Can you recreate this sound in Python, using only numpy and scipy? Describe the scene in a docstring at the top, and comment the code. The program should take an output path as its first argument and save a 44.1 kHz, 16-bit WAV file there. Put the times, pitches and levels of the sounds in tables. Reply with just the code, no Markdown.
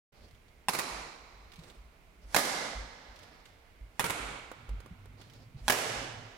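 """A large vaulted hall during badminton practice. A near player hits four shuttles, soft slices and hard
smashes in turn: the racket swishes, cork cracks on the strings, and the crack bounces off floor and walls
and fills the vault. Shoes scuff, feet thud on the sprung floor and feathers tick as shuttles are handled.
One shuttle drops and hops beside the microphone. Air hums throughout; a low drone climbs near the end."""
import sys
import numpy as np
from scipy import signal
from scipy.fft import rfft, irfft, next_fast_len
from scipy.io import wavfile
from scipy.ndimage import map_coordinates

SR = 44100
rng = np.random.default_rng(int(sys.argv[2]) if len(sys.argv) > 2 else 0)


def master(y):
    """Save y as 16-bit WAV."""
    cut = np.clip(np.atleast_2d(y).T, -1, 1)
    pcm = np.round(cut * 32767)  # scale
    wavfile.write(sys.argv[1], SR, pcm.astype(np.int16))


N = 280917

# The rattle of a feather skirt. 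Each row: frequency in Hz, level in dB.
FEATHER_SPECTRUM = [(100, -20), (500, -7), (1200, 0), (2500, -1), (3600, 0), (6000, -4), (10000, -4),
                    (14500, -11), (18000, -35)]


def amp(db):
    return 10 ** (np.asarray(db) / 20)


def unit(x):
    return x / np.sqrt(np.mean(x ** 2) + 1e-20)


def along(points, hz):
    """Read a curve of (Hz, value) points on a log frequency axis."""
    knots, values = np.transpose(points)
    return np.interp(np.log(hz + 1), np.log(knots), values)


def filtered(x, response):
    """Shape x with a gain that depends on frequency."""
    n = x.shape[-1]
    size = next_fast_len(n + SR // 8)
    return irfft(rfft(x, size) * response(np.fft.rfftfreq(size, 1 / SR)), size)[..., :n]


def add(track, s, x):
    """Mix x into the track at s seconds."""
    i = max(round(s * SR), 0)
    track[:, i:i + x.shape[-1]] += x[..., :N - i]


def noise(spectrum, n, rings=()):
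    """Diffuse stereo noise of rms 1, lifted at each (Hz, width in Hz, dB) resonance."""
    # Narrow bass, wide treble. Each row: frequency in Hz, left-right correlation.
    likeness = [(60, 0.69), (200, 0.97), (480, 0.69), (1000, 0.066), (2000, 0.079), (4500, 0.13),
                (9000, 0.048)]

    def response(hz):
        lift_db = sum(db / (1 + (2 * (hz - centre) / width) ** 2) for centre, width, db in rings)
        spread = np.arccos(np.clip(along(likeness, hz), -1, 1)) / 2
        return amp(along(spectrum, hz) + lift_db) * [np.cos(spread), np.sin(spread)]
    mid, side = filtered(rng.standard_normal((2, n)), response)
    return unit(np.array([mid + side, mid - side]))


def pulse(spectrum, size=4096):
    """A minimum-phase click of the given colour, peak 1."""
    cepstrum = irfft(np.log(amp(along(spectrum, np.fft.rfftfreq(size, 1 / SR)))))
    cepstrum[1:size // 2] *= 2
    cepstrum[size // 2 + 1:] = 0
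    click = irfft(np.exp(rfft(cepstrum)))
    return click / np.abs(click).max()


def fade(t, t60):
    """Silence before t = 0, then a fall of 60 dB every t60 seconds."""
    return (t >= 0) * np.exp(-np.log(1000) * np.abs(t) / t60)


def swell(t, rise):
    """A soft bump that peaks at 1 after rise seconds."""
    return (t / rise * np.exp(1 - t / rise)) ** 2


def wobble(rate):
    """A smooth random curve, rate knots a second."""
    return map_coordinates(rng.standard_normal(int(N * rate / SR) + 4), [np.arange(N) * rate / SR])


def repeated(x, copies):
    """x plus its (delay in seconds, gain) copies."""
    return filtered(x, lambda hz: 1 + sum(gain * np.exp(-2j * np.pi * hz * s) for s, gain in copies))


def air():
    """A steady, bass-heavy bed of air noise."""
    # Room tone. Each row: frequency in Hz, level in dB.
    room_tone = [(15, -21), (25, -2.5), (55, -4.5), (119, -14), (331, -19), (410, -19.5), (469, -16),
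                 (509, -24), (648, -18), (741, -21.5), (1900, -26), (2060, -20.5), (3440, -31), (6210, -37),
                 (15500, -42)]
    return amp(-60.5) * noise(room_tone, N)


def scuffs():
    """Sliding soles hiss, catching and slipping on the floor."""
    # The slides. Each row: start in seconds, level in dB, rise in seconds, hiss centre in Hz.
    slides = [(0.132, -59.5, 0.06, 4570), (1.551, -60, 0.11, 8400), (2.205, -64, 0.039, 5340),
              (3.17, -60, 0.1, 5030), (5.16, -58, 0.051, 4440), (5.291, -61, 0.072, 5000),
              (5.56, -58.5, 0.028, 4240)]
    # The rub of a sole. Each row: frequency in Hz, level in dB.
    sole = [(500, 0), (2500, -15), (4500, -14), (8000, -23), (15000, -35)]
    out, t = np.zeros((2, N)), np.arange(SR // 2) / SR
    for s, db, rise, hiss_hz in slides:
        grip = amp(2.5 * wobble(60)[:len(t)])
        hiss = noise(sole, len(t), [(hiss_hz, 1800, 8)])
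        add(out, s, amp(db) * hiss * swell(t, rise) * grip)
    return out


def thud(hz, rise, rumble_gain):
    """The sprung floor swings for a few cycles and leaves a dull rumble."""
    t = np.arange(SR // 2) / SR
    swing = np.sin(2 * np.pi * hz * t) * swell(t, rise) ** 0.67
    rumble = noise([(20, -5), (55, 4), (150, -12), (350, -27), (2000, -73)], len(t))
    return swing + rumble_gain * rumble * swell(t, 1.6 * rise)


def footfalls():
    """Heavy steps boom at the floor's own pitch, heels knock higher and light footwork patters on."""
    # Heavy steps. Each row: start in seconds, level in dB, rise in seconds.
    steps = [(0.17, -55, .045), (0.902, -46.5, 0.044), (1.31, -50.5, 0.072), (1.76, -47, 0.036),
             (2.231, -44, 0.037), (2.745, -36, 0.035), (3.08, -46, .019), (3.807, -39.5, 0.021),
             (4.188, -41.5, .048), (4.681, -32, 0.034), (5.06, -50, 0.031), (5.61, -37.5, 0.022),
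             (5.949, -45.5, 0.03)]
    # Heels on the boards. Each row: start in seconds, level in dB, pitch in Hz.
    heels = [(0.325, -54, 99), (1.58, -44, 165), (4.904, -43, 176), (5.544, -42, 132)]
    stride_s, scatter_s, scatter_octaves = .33, 0.0508, 0.244
    out = np.zeros((2, N))
    for s, db, rise in steps:
        add(out, s, amp(db) * thud(hz=49.7, rise=rise, rumble_gain=0.19))
    for s, db, hz in heels:
        low_mode = amp(-6.5) * thud(hz=84, rise=.011, rumble_gain=0.36)
        knock = thud(hz, rise=.011, rumble_gain=0.36)
        add(out, s, amp(db) * (knock + low_mode))
    for k, (late, higher) in enumerate(rng.standard_normal(size=(24, 2))):
        s = (k + .5) * stride_s + late * scatter_s
        if s < N / SR:
            hz = 66.5 * 2 ** (higher * scatter_octaves)
            add(out, s, amp(-59) * thud(hz, rise=0.03, rumble_gain=0.19))
    return out


def floor_bounce(x):
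    """The near player is heard twice: directly, and off the floor."""
    return repeated(x, [(.0049, .7)])


def feather_ticks():
    """Feathers slip as a stack of shuttles is handled: slowing runs of dry ticks."""
    # Tick runs. Each row: start in seconds, number of ticks, first gap in seconds, level in dB.
    runs = [(0.283, 3, .027, -61.5), (0.483, 1, .03, -61), (1.519, 6, .0165, -53), (3.160, 3, .030, -52.5),
            (3.455, 1, .03, -50.5), (5.214, 1, .03, -50), (5.299, 2, .036, -55.5)]
    # One tick. Each row: frequency in Hz, level in dB.
    colour = [(300, -12), (1500, 5), (3500, 10), (5500, 3), (8500, -3), (15000, -9.5)]
    slowing = 1.4  # each gap over the one before
    out, t = np.zeros((2, N)), np.arange(SR // 2) / SR
    envelope = fade(t, 0.023) + 0.18 * fade(t, 0.5)  # the tick and its faint room tail
    for start, count, gap, db in runs:
        for k in range(round(count)):
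            s = start + gap * (slowing ** k - 1) / (slowing - 1)
            add(out, s, amp(db) * floor_bounce(noise(colour, len(t)) * envelope))
    return out


def swish(colour):
    """Air whistles through the strings, louder as the racket speeds up."""
    t = np.arange(SR // 5) / SR
    return amp(-5.5) * noise(colour, len(t), [(7000, 8000, 2.9)]) * fade(t[-1] - t, 0.2)


def crack(smash, snap_db, feather_db, rings, string_hz):
    """Cork meets the strings, the skirt whips after it, the strings ring and the floor mirrors it all."""
    # The cork's snap in a slice and in a smash. Each row: frequency in Hz, level in dB.
    slice_snap = [(40, -30), (200, -6), (450, -8), (850, 0), (1350, -1), (1800, -9), (2800, -13),
                  (5000, -17), (13000, -26), (18000, -45)]
    smash_snap = [(40, -30), (200, -9), (450, -7), (800, 0), (1600, -2), (2800, -12), (5500, -10),
                  (13000, -23), (18000, -45)]
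    # The skirt's whip: gains of its first and second rebound, relative to first contact.
    slice_whip = [1.2, .4]
    smash_whip = [.85, .1]
    whip, rebound_s = (smash_whip, 0.001202) if smash else (slice_whip, 0.001128)
    snap = amp(snap_db) * pulse(smash_snap if smash else slice_snap)
    t = np.arange(len(snap)) / SR
    envelope = fade(t, .007) + .15 * fade(t, .016)
    feathers = amp(feather_db) * noise(FEATHER_SPECTRUM, len(t), rings) * envelope
    blow = repeated(snap + feathers, [(rebound_s, whip[0]), (2 * rebound_s, whip[1])])
    strings = amp(-37) * np.sin(2 * np.pi * string_hz * t) * fade(t, 0.056)
    return floor_bounce(blow + strings)


def walls(smash, colour, rings):
    """Ribbed walls send the crack back as short, grainy bursts."""
    # Wall and roof reflections. Each row: delay in seconds, level in dB, decay time in seconds.
    slice_echoes = [(.008, 7, 0.076), (0.049, 1, .12), (.065, 3.5, 0.042), (.103, 3.5, .07),
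                    (0.109, 2.5, 0.095)]
    smash_echoes = [(.008, 0, 0.12), (0.0169, 9.5, 0.13), (0.022, 9, 0.03), (.040, 5, .12),
                    (.105, -2.5, 0.057)]
    echoes = smash_echoes if smash else slice_echoes
    t = np.arange(SR // 3) / SR
    power = sum((amp(db) * fade(t - delay, t60)) ** 2 for delay, db, t60 in echoes)
    knots = t[::32]
    grain_db = 2.8 * np.interp(t, knots, rng.standard_normal(len(knots)))
    bursts = noise(colour, len(t), rings) * np.sqrt(power) * unit(amp(grain_db))
    # a short path loses little treble to the air
    return filtered(bursts, lambda hz: amp(along([(10000, -0.5), (15000, 8.5)], hz)))


def hall(colour, rings):
    """The vault fills and holds, then the level drops to a thinner tail that dies away, treble first."""
    # The reverb. Each row: frequency in Hz, decay time in seconds.
    decay_times = [(100, 2.3), (500, 2.87), (1500, 2.93), (4000, 2.59), (7000, 1.645), (10000, 0.98),
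                   (15000, 0.63)]
    fill_s, hold_s, release_s, late_tail_db = 0.051, 0.43, 0.051, -8.5
    hz, t, bands = signal.stft(noise(colour, 2 * SR, rings), SR, nperseg=256)
    thinning = .5 + .5 * np.tanh((t - hold_s) / (2 * release_s))
    bloom = (1 - np.exp(-t / fill_s)) * amp(late_tail_db * thinning - 1.38)
    decay = fade(t, along(decay_times, hz)[:, None])
    brightness = amp(along([(2000, -2.34), (12000, 1.2)], hz))[:, None]
    return signal.istft(bands * bloom * decay * brightness, SR, nperseg=256)[1]


def racket_strokes():
    """Slices and smashes alternate: a swish, the crack, its reflections and the hall."""
    # The strokes. Each row: contact in seconds, snap and feather gains in dB, feather peak and
    # string pitch in Hz, then wall, hall and swish gains in dB.
    strokes = [(0.6848, -13, -21.5, 4120, 1014, -31.5, -30.5, -72),
               (2.3461, -5.5, -18.5, 5400, 1550, -29.5, -25.5, -41.5),
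               (3.9952, -17.5, -19.5, 3020, 1190, -31.5, -30, -56),
               (5.6813, -7, -20.5, 5700, 1680, -29.5, -26, -44.5)]
    # The colour thrown into the hall, one list a stroke. Each row: frequency in Hz, level in dB.
    colours = [
        [(71, -42), (120, -7), (170, -8), (390, -4.5), (478, -3.5), (563, -6), (1060, 2), (1650, -7.5),
         (2290, -4), (3510, -14), (4050, -9.5), (4480, -10.5), (8250, -15), (10700, -13.5), (15500, -30)],
        [(71, -42), (120, -13), (271, -1.5), (319, -9), (441, -5.5), (530, -1.5), (1120, -4), (1620, -4.5),
         (1790, -5.5), (2110, -2.5), (2440, -11), (5170, -9), (7610, -13), (10700, -13.5), (15500, -28.5)],
        [(71, -12), (120, -1), (150, -6.5), (353, -5.5), (459, -4), (623, -4.5), (812, -2.5), (1170, -2),
         (1410, -0.5), (1690, -6.5), (2240, -6), (3890, -9), (5490, -10), (10700, -15), (15500, -34)],
        [(71, -35), (120, -10), (163, -11.5), (271, -3.5), (312, -7.5), (407, 0), (530, -3.5), (586, 1),
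         (1170, -4.5), (1650, -4), (1870, -3.5), (4050, -11.5), (5380, -11), (11000, -15), (15500, -27)],
    ]
    # Racket and shuttle resonances, one list a stroke. Each row: centre in Hz, width in Hz, lift in dB.
    resonances = [
        [(1010, 270, -1.5), (2880, 620, -3), (2300, 170, 1), (3970, 69, 5)],
        [(790, 250, 2.5), (1697, 27, 6), (2130, 340, 2)],
        [(1230, 140, -0.5), (2220, 340, 5), (5350, 3100, -8.5)],
        [(810, 74, 1.5), (1680, 27, 6.5), (2950, 200, 4)],
    ]
    # A smash's clean slap off one wall: delay in seconds, gain in dB.
    back_wall = (.0188, -8)
    out = np.zeros((2, N))
    for stroke, colour, rings, smash in zip(strokes, colours, resonances, [False, True] * 2):
        s, snap_db, feather_db, feather_hz, string_hz, wall_db, hall_db, swish_db = stroke
        hit = crack(smash, snap_db, feather_db, rings + [(feather_hz, 1600, 7)], string_hz)
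        swing = amp(swish_db) * swish(colour)
        add(out, s - (swing.shape[-1] - 1) / SR, swing)  # ends on contact
        add(out, s, hit)
        if smash:
            # the racket's other face radiates toward the back wall, with opposite sign
            add(out, s + back_wall[0], -amp(back_wall[1]) * hit)
        add(out, s, amp(wall_db) * walls(smash, colour, rings))
        add(out, s, amp(hall_db) * hall(colour, rings))
    return out


def dropped_shuttle():
    """At each hop the cork knocks on the mat, the hollow skirt rings and the feathers rattle."""
    # The hops. Each row: start in seconds, cork gain in dB, feather gain in dB.
    hops = [(4.0419, -6, -31.5), (4.5161, -16, -50), (4.692, -25.5, -52.5), (4.8030, -30.5, -52),
            (4.861, -26.5, -55.5), (5.0570, -33, -57.5)]
    # The cork's knock. Each row: frequency in Hz, level in dB.
    cork = [(60, -10), (220, 0.5), (550, -1), (900, -4.5), (1400, -5.5), (3000, -23), (14000, -35)]
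    out, knock = np.zeros((2, N)), pulse(cork)
    t = np.arange(len(knock)) / SR
    skirt = 0.15 * np.sin(2 * np.pi * 520 * t) * fade(t, 0.052)
    for s, cork_db, feather_db in hops:
        body = knock + skirt + 0.35 * noise(cork, len(t)) * fade(t, 0.047)
        rattle = noise(FEATHER_SPECTRUM, len(t)) * fade(t, .035)
        add(out, s, amp(cork_db - 12.5) * body + amp(feather_db) * rattle)
    return out


def drone():
    """A rough low drone climbs to a steady pitch and grows louder until it stops."""
    start_s, stop_s, attack_s, release_s = 4.55, 6.36, 0.052, 0.14
    from_hz, to_hz, climb_hz_per_s = 87, 111, 22
    t = np.arange(N) / SR
    since, remaining = t - start_s, stop_s - t
    hz = np.clip(from_hz + climb_hz_per_s * since, from_hz, to_hz)
    phase = 2 * np.pi * np.cumsum(hz) / SR
    tone = amp(2.5 * wobble(18)) * np.sin(phase + .5 * wobble(18))
    rumble = noise([(60, -61), (100, -2), (140, -0.5), (190, -17.5), (250, -9.5), (500, -51),
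                    (2000, -84)], N)
    gate = np.clip(since / attack_s, 0, 1) * np.clip(remaining / release_s, 0, 1) ** 2
    surge_db = 14 * np.exp(-np.abs(remaining) / 0.4)
    return gate * amp(-57.5 + surge_db) * (tone + 0.67 * rumble)


def scene():
    return racket_strokes() + dropped_shuttle() + feather_ticks() + scuffs() + footfalls() + drone() + air()


def record(dry):
    """The sound opens after an instant; the right microphone hears more, above all in the treble."""
    # The lean to the right. Each row: frequency in Hz, right minus left in dB.
    tilt = [(150, 2), (450, 6), (1000, 5), (2100, 6), (4500, 3.7), (9000, 8.5), (13000, 10.5)]
    open_s, fade_in_s, top_hz = 0.12, 0.0092, 16100

    def microphones(hz):
        gains = amp(np.outer([-.5, .5], along(tilt, hz)))
        lowpass = 1 / (1 + (hz / top_hz) ** 120)
        return lowpass * gains / np.sqrt(np.mean(gains ** 2, axis=0))
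    opened = np.clip((np.arange(N) / SR - open_s) / fade_in_s, 0, 1)
    return filtered(dry * opened, microphones)


dry = scene()
out = record(dry)
master(out)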